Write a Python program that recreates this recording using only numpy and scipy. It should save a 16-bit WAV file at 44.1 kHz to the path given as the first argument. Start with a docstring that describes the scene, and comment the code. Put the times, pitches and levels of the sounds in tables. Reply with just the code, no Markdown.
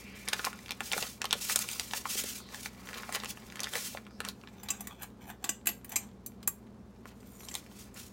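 """In a small kitchen with a humming appliance, a paper sachet of powder is shaken down and handled.
Its creases snap as ringing panels, its filled belly pops, and its sides rub as sprays of fine grains and folds.
Then scissors clink on the stone counter as bursts of noise with ringing steel modes, and drag over it.
They are picked up, click open and slowly close on the paper, blade sliding along blade."""
import sys
import numpy as np
from scipy import signal
from scipy.fft import rfft, irfft
from scipy.io import wavfile
from scipy.ndimage import map_coordinates

SR = 44100
rng = np.random.default_rng(int(sys.argv[2]) if len(sys.argv) > 2 else 0)


def unload_wav(signal):
    """Save mono or channel-first audio to the path in sys.argv[1] as 16-bit WAV at rate SR, clipped to [-1, 1]."""
    wavfile.write(
        sys.argv[1],
        SR,
        np.round(np.clip(np.atleast_2d(signal).T, -1, 1) * 32767).astype(np.int16),
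    )


N = 358091

# Loud creases snapping through. Each row: start in seconds, panel level in dB over the first 8 ms,
# pitch of the paper panel in Hz, level of the sharp crack in dB relative to the panel.
SNAPS = [(0.278, -38.5, 1850, -17), (0.2858, -30.5, 4300, -10), (0.3316, -27.5, 1700, -13),
         (0.334, -32, 2260, -2.5), (0.394, -36, 1380, -28), (0.4448, -35.5, 1590, -11),
         (0.4495, -30.5, 5260, -20), (0.4685, -33, 1040, -17), (0.6927, -43.5, 2170, -17),
         (0.7079, -34, 2660, -5), (0.7192, -37.5, 2700, -5), (0.806, -33, 1260, -11),
         (0.917, -32.5, 1960, -20), (0.9236, -36.5, 2550, 1), (0.933, -28.5, 2200, -14),
         (0.9785, -37, 1470, -0.5), (1.026, -33, 2580, -5), (1.2172, -32.5, 2180, -5.5),
         (1.2428, -36.5, 1430, -6), (1.2543, -34, 2800, -4), (1.309, -31, 3220, -36),
         (1.3281, -22.5, 2580, -5), (1.4973, -32.5, 1920, -4), (1.5597, -22.5, 6400, -22),
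         (1.5908, -31.5, 5650, -4), (1.6886, -37, 2720, -0.5), (1.7143, -39.5, 5340, -14),
         (1.797, -29.5, 3960, -28), (1.911, -42, 2480, -17), (1.935, -34.5, 1860, -8),
         (2.0551, -33, 1020, -28), (2.2376, -40, 3790, 1), (2.5454, -43.5, 1770, -8),
         (2.6592, -36, 2270, -17), (2.982, -46, 2100, -3), (3.0332, -42.5, 1750, -26),
         (3.1246, -43.5, 1950, 2.5), (3.149, -34, 1530, -19), (3.156, -35, 2780, 0),
         (3.236, -37.5, 1290, -12), (3.246, -44.5, 1390, 0.5), (3.2578, -39, 2570, -17),
         (3.557, -44.5, 2130, -4.5), (3.5941, -39.5, 2120, -13), (3.604, -35, 5200, -25),
         (3.6336, -35, 4430, -22), (3.643, -34, 3740, -18), (3.6705, -39.5, 1870, -28),
         (3.7363, -38.5, 2820, -2), (3.7546, -33.5, 2000, -8), (3.973, -40.5, 1560, -32),
         (4.0667, -51.5, 1260, -15), (4.204, -35.5, 1360, -7), (4.25, -41, 2090, -1.5),
         (4.2872, -34.5, 4460, -10), (4.4369, -50.5, 960, -26), (4.474, -49, 1700, -30),
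         (7.056, -44.5, 920, -20), (7.4864, -41.5, 3620, -16), (7.5418, -40.5, 6520, -20),
         (7.5523, -33.5, 2840, 1)]
# How hard the fingers work the sachet. Each row: time in seconds, level of steady crumpling in dB before trim.
GRIP = [(0, -63), (0.2, -61.5), (0.38, -50.5), (0.62, -59), (0.78, -60), (1.19, -71), (1.3, -57),
        (2.0, -64), (2.45, -64), (2.75, -60.5), (2.9, -54), (3.24, -54.5), (3.37, -59.5), (3.68, -59),
        (4.07, -72), (4.55, -70.5), (4.66, -79.5), (7.05, -78), (7.5, -62.5), (8.12, -73)]
# Modes of the scissors. Each row: pitch in Hz, relative level in dB, free ring time (t60) in seconds.
BLADES = [(824, -11, 0.14), (1133, -6, 0.24), (1600, -3.5, 0.11), (1970, -4, 0.14), (2400, -7, 0.13),
          (2640, -7, .09), (3000, -9, .16), (3300, 2.5, 0.042), (3600, -5.5, 0.073), (3980, -3, 0.096),
          (4400, -14, 0.12), (4950, -7.5, 0.096), (6020, -0.5, 0.098), (6700, -7.5, 0.205),
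          (6970, -1.5, 0.11), (7535, 5.5, 0.13), (7470, 2.5, 0.064), (7560, -5.5, .1), (8510, -2, 0.15),
          (9000, -2, .06), (10150, -18.5, 0.0786), (10270, -5.5, 0.16), (11100, -8, 0.056),
          (11700, 1, 0.18), (11700, -6.5, 0.15), (12900, -4.5, 0.075), (13800, -7.5, .1), (13710, -4, .09),
          (14600, -12, 0.069), (15400, -1, 0.06)]
LIFT_S = 6.2  # the scissors leave the counter


def from_db(db):
    """Decibels to gain."""
    return 10 ** (np.asarray(db) / 20)


def rms_one(x):
    """Scale to unit rms."""
    return x / np.sqrt(np.mean(x ** 2) + 1e-20)


def add(out, s, sound):
    """Mix a sound in at time s."""
    i = int(np.clip(round(s * SR), 0, N - 1))
    out[i:i + len(sound)] += sound[:N - i]


def drift(rate):
    """Random wander with unit spread, in straight lines between `rate` random points per second."""
    knots = rng.standard_normal(4096)
    wander = np.interp(np.arange(N) / SR * rate, np.arange(len(knots)), knots)
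    return wander * np.sqrt(3 / 2)  # makes up for the spread lost between points


def colour(x, spectrum):
    """Causal (minimum-phase) filter through the given points (Hz, dB), with falling skirts outside them."""
    size = 8192
    hz, db = np.transpose(spectrum)
    grid = np.maximum(np.arange(size // 2 + 1) * SR / size, 1)
    octaves_outside = np.maximum(np.log2(hz[0] / grid), 0) + np.maximum(np.log2(grid / hz[-1]), 0)
    skirts_db = np.maximum(-24 * octaves_outside, -50)
    gain = from_db(np.interp(np.log(grid), np.log(hz), db) + skirts_db)
    # folding the cepstrum onto positive time makes the filter minimum-phase
    cepstrum = irfft(np.log(gain))
    cepstrum[1:size // 2] *= 2
    cepstrum[size // 2 + 1:] = 0
    impulse = irfft(np.exp(rfft(cepstrum)))
    return signal.fftconvolve(x, impulse)[:len(x)]


def resonate(x, hz, width_hz):
    """Two-pole resonance with gain 1 at its top."""
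    r = np.exp(-np.pi * width_hz / SR)
    feed = np.array([1, 0, -1]) * (1 - r * r) / 2
    return signal.lfilter(feed, [1, -2 * r * np.cos(2 * np.pi * hz / SR), r * r], x)


def narrow_noise(count, hz, width_hz):
    """Noise through two equal resonances, each twice width_hz wide."""
    once = resonate(rng.standard_normal(count), hz, 2 * width_hz)
    return resonate(once, hz, 2 * width_hz)


def high_pass(x, hz):
    """Second-order high-pass."""
    return signal.sosfilt(signal.butter(2, min(hz, SR / 3), "high", fs=SR, output="sos"), x)


def fade(t, t60):
    """Decay that loses 60 dB in t60."""
    return np.exp(-np.log(1000) * t / t60)


def hit_level(x, db):
    """Give a hit this rms level over its first 8 ms."""
    return from_db(db) * x / np.sqrt(np.mean(x[:int(.008 * SR)] ** 2) + 1e-20)


def grains(per_s, spread_db):
    """Random tiny clicks of uneven size and sign; rms 1."""
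    sizes = from_db(spread_db * np.minimum(rng.exponential(1, N), 4))
    signs = rng.choice([-1, 1], N)
    return rms_one(sizes * signs * (rng.random(N) < per_s / SR))


def swells(rows):
    """Gain of a run of swells (s at the top, dB, rise s, fall s); their powers add."""
    # 24 dB below the top at one rise or fall time away; a power above 1 rounds the top
    depth_db, roundness = 24, 1.36
    t, power = np.arange(0, N + 32, 32) / SR, 0
    for s, db, rise_s, fall_s in rows:
        away = np.maximum((s - t) / rise_s, (t - s) / fall_s)
        power = power + from_db(db - depth_db * np.abs(away) ** roundness) ** 2
    return np.interp(np.arange(N) / SR, t, np.sqrt(power))


def background(waver_db=0.5, wander_turns=0.038):
    """Steady coloured room noise, and an appliance: slightly wavering hum partials and a noisy housing drone."""
    # Room noise. Each row: frequency in Hz, relative density in dB.
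    air_colour = [(25, -22.5), (45, -8.5), (80, -0.5), (105, -6.5), (155, -11), (205, 3.5), (280, -3.5),
                  (330, -10.5), (400, -5.5), (600, -14), (1100, -18.5), (2200, -31.5), (6000, -38),
                  (16000, -53)]
    # Appliance hum. Each row: pitch in Hz, level in dB rms.
    partials = [(59.5, -63.5), (119.8, -62), (239, -68.5), (360, -71.5)]
    # Housing drone: pitch in Hz, width setting in Hz, level in dB rms.
    drone_hz, drone_width_hz, drone_db = (199.7, 18, -57.5)
    air_db = -54.5
    t, run_in = np.arange(N) / SR, 8192  # the filters settle during the run-in samples
    hum = np.zeros(N)
    for hz, db in partials:
        level = np.sqrt(2) * from_db(db + waver_db * drift(9.5))
        hum += level * np.sin(2 * np.pi * (hz * t + wander_turns * drift(11)))
    drone = narrow_noise(N + run_in, drone_hz, drone_width_hz)[run_in:]
    air = colour(rng.standard_normal(N + run_in), air_colour)[run_in:]
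    return hum + from_db(drone_db) * rms_one(drone) + from_db(air_db) * rms_one(air)


def kitchen(x, near_db, room_db, near_t60=0.042, room_t60=0.22):
    """Quick reflections from the counter and the things on it, then the room's short tail."""
    # What the counter and walls give back. Each row: frequency in Hz, relative gain in dB.
    walls = [(100, 3), (500, 4.5), (2500, 4), (7000, 2), (16000, -1.5)]
    t = np.arange(SR // 2) / SR
    sparse = rng.standard_normal(len(t)) * (rng.random(len(t)) < .05)
    near = sparse * fade(t, near_t60) * (t > .002)
    far = rng.standard_normal(len(t)) * fade(t, room_t60) * (t > .008)
    echo = from_db(near_db) * rms_one(colour(near, walls)) + from_db(room_db) * rms_one(colour(far, walls))
    return signal.fftconvolve(x, echo / np.sqrt(len(t)))[:N]


def bounce(x, delay_s=0.000859, sway=0.21, bounce_db=-14):
    """A reflection off the counter combs the sound, and the comb drifts as the distance to the counter changes."""
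    late = np.arange(N) - SR * delay_s * np.exp(sway * drift(4.5))
    reflection = from_db(bounce_db) * map_coordinates(x, [late], order=3)
    return (x + reflection) / np.sqrt(1 + from_db(bounce_db) ** 2)


def drag(width_hz=190, grit_db=-4, judder_db=1.0, shift_db=4.5):
    """Sliding steel catches on tiny bumps that stir its damped modes, now one, now another as contact shifts."""
    # Scissors dragged over the stone. Each row: time of the top in seconds, level in dB, rise and fall in seconds.
    scrapes = [(4.78, -53, 0.44, 0.19), (4.66, -52, 0.01, 0.032), (4.91, -53, .05, 0.094),
               (5.035, -45.5, 0.065, 0.042), (5.23, -46.5, 0.034, 0.05), (5.3, -42.5, 0.046, 0.044),
               (5.465, -47.5, 0.064, .07), (5.93, -45.5, 0.059, 0.044), (6.03, -52.5, 0.073, 0.075)]
    # Blade along blade, once on the counter, then in the slow cut. Each row: the same columns.
    closings = [(5.298, -47, 0.045, 0.028), (7.49, -53.5, 0.35, 0.12)]
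    # Colours of steel on stone and of blade on blade. Each row: frequency in Hz, relative gain in dB.
    scrape_colour, shear_colour = [(350, -7), (850, 10.5), (1500, 1), (2500, 0), (5000, -7), (7500, -8.5),
                                   (9500, -13), (14000, -22.5), (16000, -18.5)], [(3000, -10.5), (5500, -6.5), (7500, -4), (9300, -2),
                                                   (11300, -0.5), (13500, 5), (15500, -5.5)]
    on_stone = swells(scrapes)
    # the dragged blades also shear against each other, 11 dB below the scrape
    shearing = np.hypot(swells(closings), from_db(-11) * on_stone)
    bumps = grains(per_s=1500, spread_db=3.5) * from_db(judder_db * drift(90))
    body = np.zeros(N)
    for k, (hz, db, _) in enumerate(BLADES):
        # the signs alternate from mode to mode
        body += (-1) ** k * from_db(db + shift_db * drift(25)) * resonate(bumps, hz, width_hz)
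    rub = rms_one(body) + from_db(grit_db) * bumps
    return rms_one(colour(rub, scrape_colour)) * on_stone + rms_one(colour(rub, shear_colour)) * shearing


def scissors(rise_s=0.00034, knock_t60=0.046, clang_t60=0.04, tick_t60=0.044, knock_db=-1, clang_db=-2,
             tick_db=-1, modes_db=-9, uneven_db=10.0, hollow_db=11, hollow_width_hz=260):
    """Each contact is a brief chatter of steel on stone or steel; it strikes every mode with its own strength."""
    # Contacts with the counter or each other. Each row: start in seconds, knock of the handles in dB,
    # pitch of the knock in Hz, ring of the blades in dB, tick of the edges in dB (levels before trim).
    clinks = [(4.6328, -50, 900, -56.5, -46.5), (4.686, -38, 3900, -44, -46),
              (4.7035, -40, 2660, -29.5, -38), (4.8067, -48.5, 895, -47, -40),
              (4.8709, -45.5, 1800, -45.5, -42.5), (5.0212, -53.5, 1500, -58, -42),
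              (5.03, -51, 1000, -48, -44), (5.4413, -37, 3800, -38.5, -39), (5.4911, -35, 2880, -29, -36.5),
              (5.6572, -46, 1700, -51, -41), (5.67, -31, 2460, -30, -26.5), (5.688, -36, 2850, -42, -38),
              (5.8453, -52, 1960, -58, -45), (5.893, -60, 3300, -54.5, -44), (5.919, -47.5, 2500, -46, -42),
              (5.9578, -34.5, 2470, -30.5, -34.5), (5.9619, -37.5, 2550, -26.5, -42.5),
              (6.2618, -54, 4440, -46.5, -36.5), (6.428, -52, 3400, -59, -60),
              (6.4749, -38, 1124, -34, -22.5), (7.203, -68, 5000, -65, -72), (7.512, -51, 2200, -47.5, -58),
              (7.9416, -72, 5000, -55, -58)]
    # Colours of the contacts. Each row: frequency in Hz, relative gain in dB.
    knock_colour, clang_colour, tick_colour = [(300, 10.5), (480, -4), (650, 0.5), (900, 2), (1150, 0.5),
                                               (1450, -1), (2400, 2.5), (3500, -3.5), (5000, 2),
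                                               (6500, -22.5)], [(4000, -68), (5600, -5), (6700, 6), (7500, 4),
                                                              (8500, 6.5), (9400, -28), (11000, -47)], [(7500, -15), (9800, -7.5),
                                                                             (11200, -4.5), (12500, -10),
                                                                             (13700, -2), (15500, -5)]
    # Centres of the knock, ring and tick registers in Hz.
    registers = [3900, 5500, 18000]
    ring_lying, ring_held = 0.55, 0.67  # share of the free ring time left on the counter and in the hand
    out, t = np.zeros(N), np.arange(16384) / SR
    onset = 1 - np.exp(-t / rise_s)
    hz, mode_db, free_t60 = np.transpose(BLADES)[:, :, None]

    def chatter(t60):
        """Decaying burst of noise."""
        return rng.standard_normal(len(t)) * onset * fade(t, t60)

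    for s, handle_db, knock_hz, blade_db, edge_db in clinks:
        ring_share = ring_lying if s < LIFT_S else ring_held
        knock = chatter(knock_t60)
        # the place that is struck gives the knock its pitch
        knock = knock + from_db(hollow_db) * resonate(knock, knock_hz, hollow_width_hz)
        add(out, s, hit_level(colour(knock, knock_colour), handle_db + knock_db))
        add(out, s, hit_level(colour(chatter(clang_t60), clang_colour), blade_db + clang_db))
        add(out, s, hit_level(colour(chatter(tick_t60), tick_colour), edge_db + tick_db))
        strike_db = np.interp(hz, registers, [handle_db, blade_db, edge_db])
        strike_db = strike_db + uneven_db * rng.uniform(-0.6, 1, hz.shape)
        modes = np.sin(2 * np.pi * (hz * t + rng.random(hz.shape))) * fade(t, free_t60 * ring_share)
        add(out, s, onset * np.sum(from_db(strike_db + mode_db + modes_db) * modes, axis=0))
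    return out


def glides():
    """Skin slipping on paper gives a soft, narrow whisper."""
    # Fingertip glides. Each row: start and end in seconds, centre in Hz, width setting in Hz, level in dB
    # ahead of the fade in and out.
    slips = [(-0.03, 0.28, 2260, 453, -55), (0.0, 0.204, 4630, 600, -67), (2.38, 2.565, 3960, 800, -58.5),
             (4.095, 4.203, 4930, 695, -67.5)]
    out = np.zeros(N)
    for start, end, hz, width_hz, db in slips:
        whisper = rms_one(narrow_noise(N, hz, width_hz))
        phase = np.clip((np.arange(N) / SR - start) / (end - start), 0, 1)
        out += from_db(db) * whisper * np.sqrt(np.abs(np.sin(np.pi * phase)))
    return out


def rustle(slide_db=.5, crumple_db=-1, flutter_db=2.5, clump_db=2.0, fold_damping=0.34, count=12):
    """Sliding is a dense spray of fine grains; crumpling is sparser: many small folds, each with its own pitch."""
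    # Paper and powder slide at each shake or shift of the hands. Each row: time of the top in seconds,
    # level in dB before trim, rise and fall in seconds.
    strokes_played = [(0.0, -53.5, .05, 0.058), (0.16, -56, .015, 0.31), (0.465, -44, 0.12, 0.062),
                      (0.85, -46, 0.05, .14), (1.0, -37.5, .15, 0.17), (1.438, -39, 0.11, 0.095),
                      (1.512, -29.5, 0.057, 0.037), (1.612, -38, 0.1, 0.063), (1.73, -41, 0.17, 0.11),
                      (1.84, -45, .13, .16), (1.965, -41, 0.1, .1), (2.118, -35.5, 0.079, .06),
                      (2.19, -31.5, 0.067, 0.042), (2.303, -40.5, 0.2, 0.075), (2.37, -43.5, .04, 0.05),
                      (2.575, -48.5, 0.1, 0.1), (2.655, -44.5, 0.065, 0.035), (2.977, -52, 0.018, .07),
                      (3.15, -37, 0.031, 0.03), (3.305, -39, 0.033, 0.031), (3.78, -39.5, 0.14, 0.19),
                      (3.865, -40.5, 0.046, .12), (4.295, -51, 0.094, .04), (7.08, -59.5, 0.03, 0.066),
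                      (7.567, -49, .05, 0.079), (7.81, -53, 0.11, 0.092), (7.965, -49.5, 0.019, 0.21)]
    # The paper is squeezed and bunches up. Each row: time of the top in seconds, level in dB before trim.
    squeezes_played = [(0.465, -44), (0.93, -42), (1.035, -46.5), (1.96, -48), (2.54, -48.5), (2.895, -51),
                       (2.977, -43.5), (3.15, -39.5), (3.62, -44), (3.755, -39.5), (4.257, -44.5),
                       (7.09, -59.5), (7.77, -64.5), (7.97, -58)]
    # Small folds giving way around each loud snap: level in dB relative to it, rise and fall in seconds.
    folds_db, rise_s, fall_s = (-15.5, 0.0182, 0.034)
    # Colours of sliding and crumpling. Each row: frequency in Hz, relative gain in dB.
    slide_colour, crumple_colour = [(500, -14.5), (1200, -12), (2500, -1), (4000, -1), (6500, 2),
                                    (9000, -1.5), (12000, -4), (15500, -3.5)], [(200, -7.5), (450, 5.5), (620, -2), (850, -3),
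                                                   (1200, -2.5), (1600, -3.5), (2200, -2.5), (3200, -11),
                                                   (5000, -1), (9000, -39)]
    # Lowest and highest pitch of the small folds in Hz.
    fold_range_hz = (580, 3270)
    squeeze_rise_s, squeeze_fall_s = .05, 0.079
    # the grip also makes the paper slide a little, and sliding also crumples it
    grip_slide_db, slide_crumple_db = -2.5, -18

    grip_s, grip_db = np.transpose(GRIP)
    grip = from_db(np.interp(np.arange(N) / SR, grip_s, grip_db))
    strokes = swells(strokes_played)
    squeezes = swells([(s, db, squeeze_rise_s, squeeze_fall_s) for s, db in squeezes_played])
    at_snaps = swells([(s, db + folds_db, rise_s, fall_s) for s, db, _, _ in SNAPS])
    sliding = np.hypot(strokes, from_db(grip_slide_db) * grip)
    stroke_crumple = from_db(slide_crumple_db) * strokes
    crumpling = np.sqrt(grip ** 2 + squeezes ** 2 + at_snaps ** 2 + stroke_crumple ** 2)

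    slide = rms_one(colour(grains(per_s=20000, spread_db=1), slide_colour))
    folds = np.zeros(N)
    for hz in np.geomspace(*fold_range_hz, count):
        fold = resonate(grains(per_s=210, spread_db=3), hz, fold_damping * hz)
        folds += rms_one(fold) * np.sqrt(hz)
    crumple = rms_one(colour(folds, crumple_colour))
    slide_gain = sliding * from_db(slide_db + flutter_db * drift(120))
    crumple_gain = crumpling * from_db(crumple_db + clump_db * drift(140))
    return slide * slide_gain + crumple * crumple_gain


def thumps(t60=0.013, rise_s=0.00033, sag=0.417, sag_s=0.0027, rough=0.35):
    """The filled belly buckles with a dull pop whose pitch sags as the paper slackens."""
    # Belly pops. Each row: start in seconds, nominal pitch in Hz that the sag bends,
    # level in dB over the first 8 ms.
    pops = [(0.4715, 800, -34.5), (0.966, 480, -36), (0.98, 850, -37), (1.02, 227, -44.5),
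            (1.245, 850, -35), (1.354, 500, -43), (1.5, 800, -44.5), (1.562, 680, -39.5), (1.935, 850, -37),
            (2.155, 417, -42.5), (2.241, 400, -41), (3.092, 730, -38), (3.757, 520, -39), (3.949, 610, -38)]
    out, t = np.zeros(N), np.arange(4096) / SR
    for s, hz, db in pops:
        pitch = hz * (1 + sag * (np.exp(-t / sag_s) - .5))
        tone = np.sin(2 * np.pi * np.cumsum(pitch) / SR)
        pop = tone + rough * rms_one(resonate(rng.standard_normal(len(t)), hz, hz))
        add(out, s, hit_level(pop * (1 - np.exp(-t / rise_s)) * fade(t, t60), db))
    return out


def faint_snaps(crack_rel_db=-11):
    """Small creases give way at random moments, stronger when the grip is firm; rows as in SNAPS."""
    per_s, over_grip_db, spread_db = 9, 10, 2
    low_hz, high_hz = 1080, 2770
    when, size, pitch, chance = rng.random((200, 4)).T
    s = when * N / SR
    db = np.interp(s, *np.transpose(GRIP)) + over_grip_db + spread_db * (2 * size - 1)
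    hz = low_hz * (high_hz / low_hz) ** pitch
    rows = np.column_stack([s, db, hz, np.full(len(s), crack_rel_db)])
    # keep only as many candidates as the rate asks for, on average
    return rows[chance < per_s * N / SR / len(s)]


def snaps(overtone=2.65, overtone_db=-11, burst_db=-2, burst_t60=0.0042, shiver_db=-17, shiver_t60=0.04,
          crack_hz=6000, flap_db=-11):
    """A crease flips in one brief jolt; its panel rings for a few cycles while the sheet shivers on."""
    # Low flap of the panel pushing air. Each row: frequency in Hz, relative gain in dB.
    flap_colour = [(220, -13.5), (330, -8.5), (480, -2.5), (630, -6.5), (850, 4.5), (1300, -26.5)]
    flap_loss_db = 6.5  # smaller panels push less air: loss per octave of pitch
    # width of a 2 kHz panel's ring as a share of its pitch; higher panels are damped more, by this power
    panel_width, panel_width_power = 0.42, 0.45
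    out, t = np.zeros(N), np.arange(4096) / SR
    envelope = from_db(burst_db) * fade(t, burst_t60) + from_db(shiver_db) * fade(t, shiver_t60)
    for s, db, hz, crack_rel_db in [*SNAPS, *faint_snaps()]:
        noise = rng.standard_normal(len(t))
        jolt = noise * envelope
        jolt[0] += np.sign(noise[-1])  # the flip itself, to either side
        smallness = hz / 2000
        width_hz = hz * panel_width * smallness ** panel_width_power
        upper = resonate(jolt, min(overtone * hz, SR / 3), overtone * width_hz)
        panel = resonate(jolt, hz, width_hz) - from_db(overtone_db) * upper
        crack = high_pass(resonate(jolt, 7140, 3900), crack_hz)
        add(out, s, hit_level(high_pass(panel, 0.084 * hz), db))
        add(out, s, hit_level(crack, db + crack_rel_db))
        loss_db = flap_loss_db * np.log2(smallness)
        add(out, s, hit_level(colour(jolt, flap_colour), db + flap_db - loss_db))
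    return out


def scene(lifted_db=-4):
    """Sachet and scissors close by, the hum all around; once lifted, the scissors sound nearer and drier."""
    paper = bounce(snaps() + thumps() + rustle() + glides())
    steel = bounce(scissors() + drag())
    # the lifted scissors send less into the echoes
    steel_sent = steel * from_db(lifted_db * (np.arange(N) / SR > LIFT_S))
    paper_echo = kitchen(paper, near_db=-10.5, room_db=-18.5)
    steel_echo = kitchen(steel_sent, near_db=-12.0, room_db=-13.5)
    return (paper + steel + paper_echo + steel_echo + background())[None]


def record(dry):
    """A steep low-pass cuts the top of the treble."""
    cutoff_hz = 15900
    return signal.sosfilt(signal.ellip(12, .1, 80, cutoff_hz, fs=SR, output="sos"), dry)


dry = scene()
out = record(dry)
unload_wav(out)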